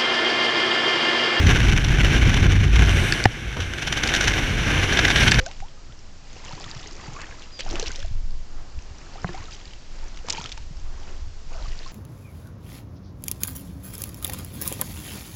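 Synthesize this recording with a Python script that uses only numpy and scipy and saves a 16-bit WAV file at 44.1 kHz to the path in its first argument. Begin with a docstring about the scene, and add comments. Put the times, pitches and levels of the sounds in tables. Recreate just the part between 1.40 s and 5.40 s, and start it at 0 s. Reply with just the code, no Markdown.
"""Wind rushes over a helmet camera under a newly opened parachute. Swirls of air buffet the case and
hiss through its resonances, with faint whistles over thin edges. The cloth gives scattered flaps.
The harness ticks, then snaps tight with a knock so loud that the camera turns its volume down.
As the volume creeps back, the cloth flutters in two runs of flaps."""
import sys
import numpy as np
from scipy import signal
from scipy.fft import rfft, irfft, next_fast_len
from scipy.io import wavfile
from scipy.ndimage import minimum_filter1d, map_coordinates

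SR = 44100
rng = np.random.default_rng(int(sys.argv[2]) if len(sys.argv) > 2 else 0)


def generate_wav(sig):
    """Save sig (samples, or channels by samples) to the path in sys.argv[1] as 16-bit PCM at SR."""
    pcm = np.round(np.clip(np.atleast_2d(sig).T, -1, 1) * 32767).astype(np.int16)
    wavfile.write(sys.argv[1], SR, pcm)


N = 176400

# air flowing over the case (time [s], level [dB], flutter depth [dB])
AIRFLOW = [(0, -24.5, 4), (.04, -28, 2.5), (.12, -21.5, 3), (.22, -22, 3.5), (.33, -29, 4), (.56, -28, 3),
           (.66, -26, 1.5), (.94, -25, 2.5), (1.1, -30, 3), (1.27, -31.5, 2.5), (1.38, -27.5, 4),
           (1.54, -24.5, 2), (1.82, -28, -2.5), (2.12, -29.5, 1.47), (2.4, -30.5, 0), (2.7, -26.5, 2.5),
           (2.92, -26, -3.3), (3.16, -27.5, 1.5), (3.33, -24, 1.3), (3.48, -24, 1.2), (3.63, -23, 1),
           (3.82, -22.5, 1), (4, -25.5, 4)]
# low buffeting (time [s], rumble [dB], deep throb [dB], upper throb [dB])
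BUFFETING = [(0, -17.5, -32, -16), (.1, -14, -22, -24), (.45, -20, -17.5, -27), (.75, -17.5, -19.5, -24),
             (1.1, -16, -16, -14), (1.2, -20, -26, -18.5), (1.35, -20, -9, -17), (1.55, -20.5, -16.5, -18),
             (1.63, -25, -40, -23), (1.8, -30, -35, -36), (2.08, -26.5, -27, -45), (2.2, -24, -29, -22),
             (2.34, -29.5, -32, -36), (2.75, -31, -31, -50), (2.95, -26, -30, -26), (3.08, -26.5, -34, -40),
             (3.28, -24.5, -25, -32), (3.48, -27.5, -43, -16.5), (3.62, -23.5, -28.5, -35),
             (4, -18.5, -31, -37)]
# the finest, highest hiss (time [s], level [dB])
FIZZ_LEVELS = [(0, -56), (1.35, -66), (1.54, -48), (1.69, -45), (1.82, -55), (2.2, -55), (3.1, -55),
               (3.4, -64), (3.85, -42), (4, -64)]
# tone colours of the case's resonances and of the wind (frequency [Hz], level [dB])
CASE_COLOUR = [(150, -51), (500, -11), (800, -5.5), (980, -9.5), (1180, -7), (1300, -7.5), (1470, -0.5),
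               (1640, 1.5), (1860, -4), (2200, 0.5), (2570, -3.5), (3090, -2.5), (3330, -9), (3550, -6.5),
               (3950, -13), (4200, -13.5), (4800, -20), (5350, -15.5), (5850, -9.5), (6250, -15),
               (6800, -22), (7300, -23), (8300, -34), (9150, -28), (11100, -34), (12700, -37.5),
               (14000, -43), (15000, -56)]
ROAR_COLOUR = [(100, -6.5), (200, -4.5), (330, -2), (500, -8.5), (800, -23), (1200, -36), (3000, -49)]
RUMBLE_COLOUR = [(10, -15), (22, -3.5), (42, 1), (68, -4.5), (95, -3), (135, -2), (200, -12), (400, -21),
                 (900, -77)]
FIZZ_COLOUR = [(5000, -28), (8000, 4), (9200, 1), (10800, -2), (12800, -6), (15000, -22)]
# sharp flaps and soft billows of the cloth (peak time [s], relative level [dB], fade time [s])
CLOTH_FLAPS = [(.07, -15.5, 0.003), (0.377, -19, 0.0039), (0.446, -19, 0.0037), (.485, -23, 0.0036),
               (.508, -30, 0.0035), (.648, -19.5, 0.003), (0.944, -17.5, 0.0037), (1.12, -21, 0.0061),
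               (1.461, -22, .004), (1.514, -27, 0.0026), (2.17, -26, 0.0044), (2.203, -22, 0.036),
               (2.337, -23.5, 0.0053), (2.38, -23, 0.015), (2.422, -18, 0.014), (2.473, -15, 0.01),
               (2.526, -14, 0.0086), (2.572, -16.5, 0.012), (2.637, -13, 0.0041), (2.676, -15, 0.0032),
               (2.691, -17, 0.0067), (2.739, -17.5, 0.0081), (2.75, -14.5, 0.0047), (2.762, -16, 0.011),
               (2.809, -13.5, 0.0067), (2.823, -20.5, 0.012), (2.843, -16.5, 0.0075), (2.876, -13, 0.013),
               (2.935, -19.5, 0.0075), (3.523, -17, 0.013), (3.574, -15, 0.0096), (3.592, -8.5, 0.0045),
               (3.651, -7.5, 0.0046), (3.683, -12, 0.0046), (3.703, -9.5, 0.0045), (3.712, -14.5, 0.0091),
               (3.761, -12, 0.0055), (3.773, -17.5, 0.025), (3.808, -13.5, 0.011), (3.832, -17, 0.017),
               (3.878, -11, 0.011), (3.92, -9, 0.0033), (3.991, -13.5, 0.0083)]
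CLOTH_BILLOWS = [(1.062, -22.5, .014), (2.171, -17, 0.0086), (2.194, -21.5, .025)]
# tone colours of a flap's body, its rustle and a billow (frequency [Hz], level [dB])
FLAP_COLOUR = [(200, -1), (700, 1.5), (1200, -5.5), (1550, 4), (2500, -1.5), (3500, 5), (4700, 5),
               (7500, -2), (10000, -7), (14000, -9)]
RUSTLE_COLOUR = [(500, -35), (2500, -18), (4300, -2), (7000, 1.4), (14000, -3)]
SOFT_COLOUR = [(60, -6), (160, -3), (400, -2.5), (800, -15), (1200, -12.5), (3000, -24), (8000, -51)]
# how much of a flap's power is rustle (time [s], share [0-1])
RUSTLE_SHARE = [(2.2, 0.14), (2.8, 0.18), (3.5, 0.026)]
# airy whistles (start [s], end [s], first pitch [Hz], last pitch [Hz], level [dB])
EDGE_WHISTLES = [(1.48, 1.865, 9050, 9200, -52), (2.92, 3.08, 12800, 12200, -58),
                 (3.27, 3.606, 10200, 10500, -55)]
# hits on the buckle and on the helmet (time [s], strength [dB], contact pitch [Hz])
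BUCKLE_HITS = [(1.7232, -2.5, 4380), (1.7239, -4.5, 1500), (1.737, -13, 4000), (1.8402, -5, 6470),
               (2.6752, -6, 3980), (3.9124, -5, 7000), (3.9172, -1, 5500), (3.9182, 0, 2300),
               (3.9435, -4.5, 3150)]
HELMET_HITS = [(1.8547, 2, 1440), (1.857, 10.5, 935)]
# tones each part rings with (frequency [Hz], relative level [dB], time to fade by 60 dB [s])
BUCKLE_TONES = [(1730, -2, 0.019), (2580, -10, 0.019), (3700, -11.5, 0.015), (4620, 3.5, 0.0047),
                (5120, -8, 0.0096), (5640, -6, 0.004), (7560, -10, 0.0081)]
HELMET_TONES = [(413, -8, 0.0096), (767, -2, 0.014), (1793, -4.5, 0.011), (1910, -8, 0.025),
                (2680, -4, 0.014), (5110, 5, 0.013)]
MOUNT_TONES = [(106, -0.5, 0.11), (175, -8, 0.033), (272, -2.5, 0.013)]


def amp(db):
    """Turn decibels into a volume factor."""
    return 10 ** (np.asarray(db) / 20)


def unit(x):
    """Scale a signal to an average power of 1."""
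    return x / np.sqrt(np.mean(x ** 2) + 1e-20)


def curves(rows):
    """Join a table's points with lines: one curve for each column after the time."""
    times, *columns = np.transpose(rows)
    return [np.interp(np.arange(N) / SR, times, column) for column in columns]


def wobble(rate_hz):
    """A smooth curve through rate_hz random points a second."""
    return map_coordinates(rng.standard_normal(N // 8), [np.arange(N) * rate_hz / SR], mode="wrap")


def filtered(x, response):
    """Scale each frequency in x by response(hz)."""
    size = next_fast_len(N + SR // 2)
    return irfft(rfft(x, size) * response(np.fft.rfftfreq(size, 1 / SR)), size)[:N]


def noise(*colours):
    """Noise of power 1, shaped by one or more tone colours."""
    def response(hz):
        shapes = map(np.transpose, colours)
        return amp(sum(np.interp(np.log(hz + 1), np.log(f + 1), db) for f, db in shapes))
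    return unit(filtered(rng.standard_normal(N), response))


def bursts(rows, rise_s):
    """A loudness curve of bursts that swell quickly and die away."""
    t, power = np.arange(N) / SR, np.zeros(N)
    for peak_s, db, fade_s in rows:
        from_peak = np.maximum((peak_s - t) / rise_s, (t - peak_s) / fade_s)
        power += amp(db) ** 2 * np.exp(-2 * np.minimum(from_peak, 20))
    return np.sqrt(power)


def fade(t, fade_s):
    """Fall from 1, by 60 dB every fade_s seconds."""
    return np.exp(-np.log(1000) * t / fade_s)


def ring(t, tones):
    """A struck part rings with tones that each fade at their own pace."""
    return sum(amp(db) * fade(t, fade_s) * np.sin(2 * np.pi * hz * t) for hz, db, fade_s in tones)


def strikes(hits, tones, rise_s, octave_drop_db=7, crack_db=-24):
    """Each hit favours the tones near its contact pitch and adds a short crack."""
    out, t = np.zeros(N + SR), np.arange(SR // 4) / SR
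    onset = 1 - np.exp(-t / rise_s)
    for start_s, hit_db, contact_hz in hits:
        struck = [(hz, db - octave_drop_db * np.log2(hz / contact_hz) ** 2, fade_s)
                  for hz, db, fade_s in tones]
        crack = amp(crack_db) * fade(t, fade_s=0.013) * noise(CASE_COLOUR, FLAP_COLOUR)[:len(t)]
        out[round(start_s * SR):][:len(t)] += amp(hit_db) * (ring(t, struck) + crack) * onset
    return out[:N]


def wind(roar_db=-6):
    """One airflow drives the hiss and roar; passing swirls make them and the rumble flutter together."""
    flow_db, depth_db = curves(AIRFLOW)
    rumble_db, deep_db, upper_db = curves(BUFFETING)
    flutter_db = depth_db * wobble(rate_hz=63.76)
    crackle_db = 0.84 * depth_db * wobble(rate_hz=425)
    hiss = amp(flow_db + flutter_db + crackle_db) * noise(CASE_COLOUR)
    roar = amp(flow_db + roar_db + 0.93 * flutter_db) * noise(ROAR_COLOUR)
    rumble = amp(rumble_db + 0.46 * flutter_db) * noise(RUMBLE_COLOUR)
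    throbs = throb(deep_db, pitch_hz=54.3) + throb(upper_db, pitch_hz=89)
    fizz = amp(curves(FIZZ_LEVELS)[0]) * noise(FIZZ_COLOUR)
    return hiss + roar + rumble + throbs + fizz


def throb(level_db, pitch_hz, wander=0.0727, swing_db=3):
    """Swirls of air peel off at a roughly steady rate, making a low, wavering tone."""
    phase = 2 * np.pi * np.cumsum(pitch_hz * (1 + wander * wobble(rate_hz=25.02))) / SR
    return amp(level_db + swing_db * wobble(rate_hz=18)) * np.sin(phase)


def flaps(level_db=-0.5, grain_db=3):
    """The cloth flaps in grainy bursts, part body and part crisp rustle, heard through the case."""
    grain = unit(amp(grain_db * wobble(rate_hz=700)))
    share = np.clip(curves(RUSTLE_SHARE)[0], 0, 1)
    body = np.sqrt(1 - share) * noise(CASE_COLOUR, FLAP_COLOUR)
    rustle = np.sqrt(share) * noise(CASE_COLOUR, RUSTLE_COLOUR)
    return amp(level_db) * bursts(CLOTH_FLAPS, rise_s=0.0021) * grain * (body + rustle)


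def billows():
    """The cloth billows in soft, dull puffs."""
    return bursts(CLOTH_BILLOWS, rise_s=0.0049) * noise(SOFT_COLOUR)


def whistles(width_hz=590):
    """Air over thin edges makes narrow bands of hiss that swell, glide and fade."""
    t, out = np.arange(N) / SR, np.zeros(N)
    for start, end, first_hz, last_hz, db in EDGE_WHISTLES:
        progress = np.clip((t - start) / (end - start), 0, 1)
        phase = 2 * np.pi * np.cumsum(first_hz + (last_hz - first_hz) * progress) / SR
        band = wobble(width_hz) * np.sin(phase) + wobble(width_hz) * np.cos(phase)
        swell = np.sqrt(4 * progress * (1 - progress))
        out += amp(db) * swell * band
    return out


def buckle_ticks():
    """Small hits make the harness buckle ring briefly."""
    return strikes(BUCKLE_HITS, BUCKLE_TONES, rise_s=0.0004)


def helmet_knock():
    """The straps snap tight and knock on the helmet."""
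    return strikes(HELMET_HITS, HELMET_TONES, rise_s=0.00033)


def mount_thump():
    """The knock rocks the whole camera on its mount: a low thump."""
    since_knock = np.maximum(np.arange(N) / SR - HELMET_HITS[-1][0], 0)
    return -ring(since_knock, MOUNT_TONES)


def scene():
    """Everything reaches the one microphone inside the case."""
    air = wind() + whistles()
    cloth = flaps() + billows()
    harness = buckle_ticks() + helmet_knock() + mount_thump()
    return (air + cloth + harness)[None]


def record(dry):
    """Too loud a sound turns the volume down; it waits, then creeps back. Peaks and top treble are cut."""
    limit_db, attack_s, hold_s, recover_db_per_s, top_hz = 4, 0.002, 0.26, 11.5, 15300
    x, t = dry[0], np.arange(N) / SR
    over_db = np.maximum(20 * np.log10(np.abs(x) + 1e-9) - limit_db, 0)
    half_hold = int(hold_s * SR) // 2
    # the biggest overload in the last hold_s seconds
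    held_db = -minimum_filter1d(-over_db, 2 * half_hold + 1, origin=half_hold, mode="constant")
    recovery_db = recover_db_per_s * t
    cut_db = np.maximum.accumulate(held_db + recovery_db) - recovery_db
    smoothing = np.exp(-1 / (attack_s * SR))
    smooth_cut_db = signal.lfilter([1 - smoothing], [1, -smoothing], cut_db)
    clipped = np.clip(x * amp(-smooth_cut_db), -1, 1)
    return filtered(clipped, lambda hz: hz < top_hz)[None]


dry = scene()
out = record(dry)
generate_wav(out)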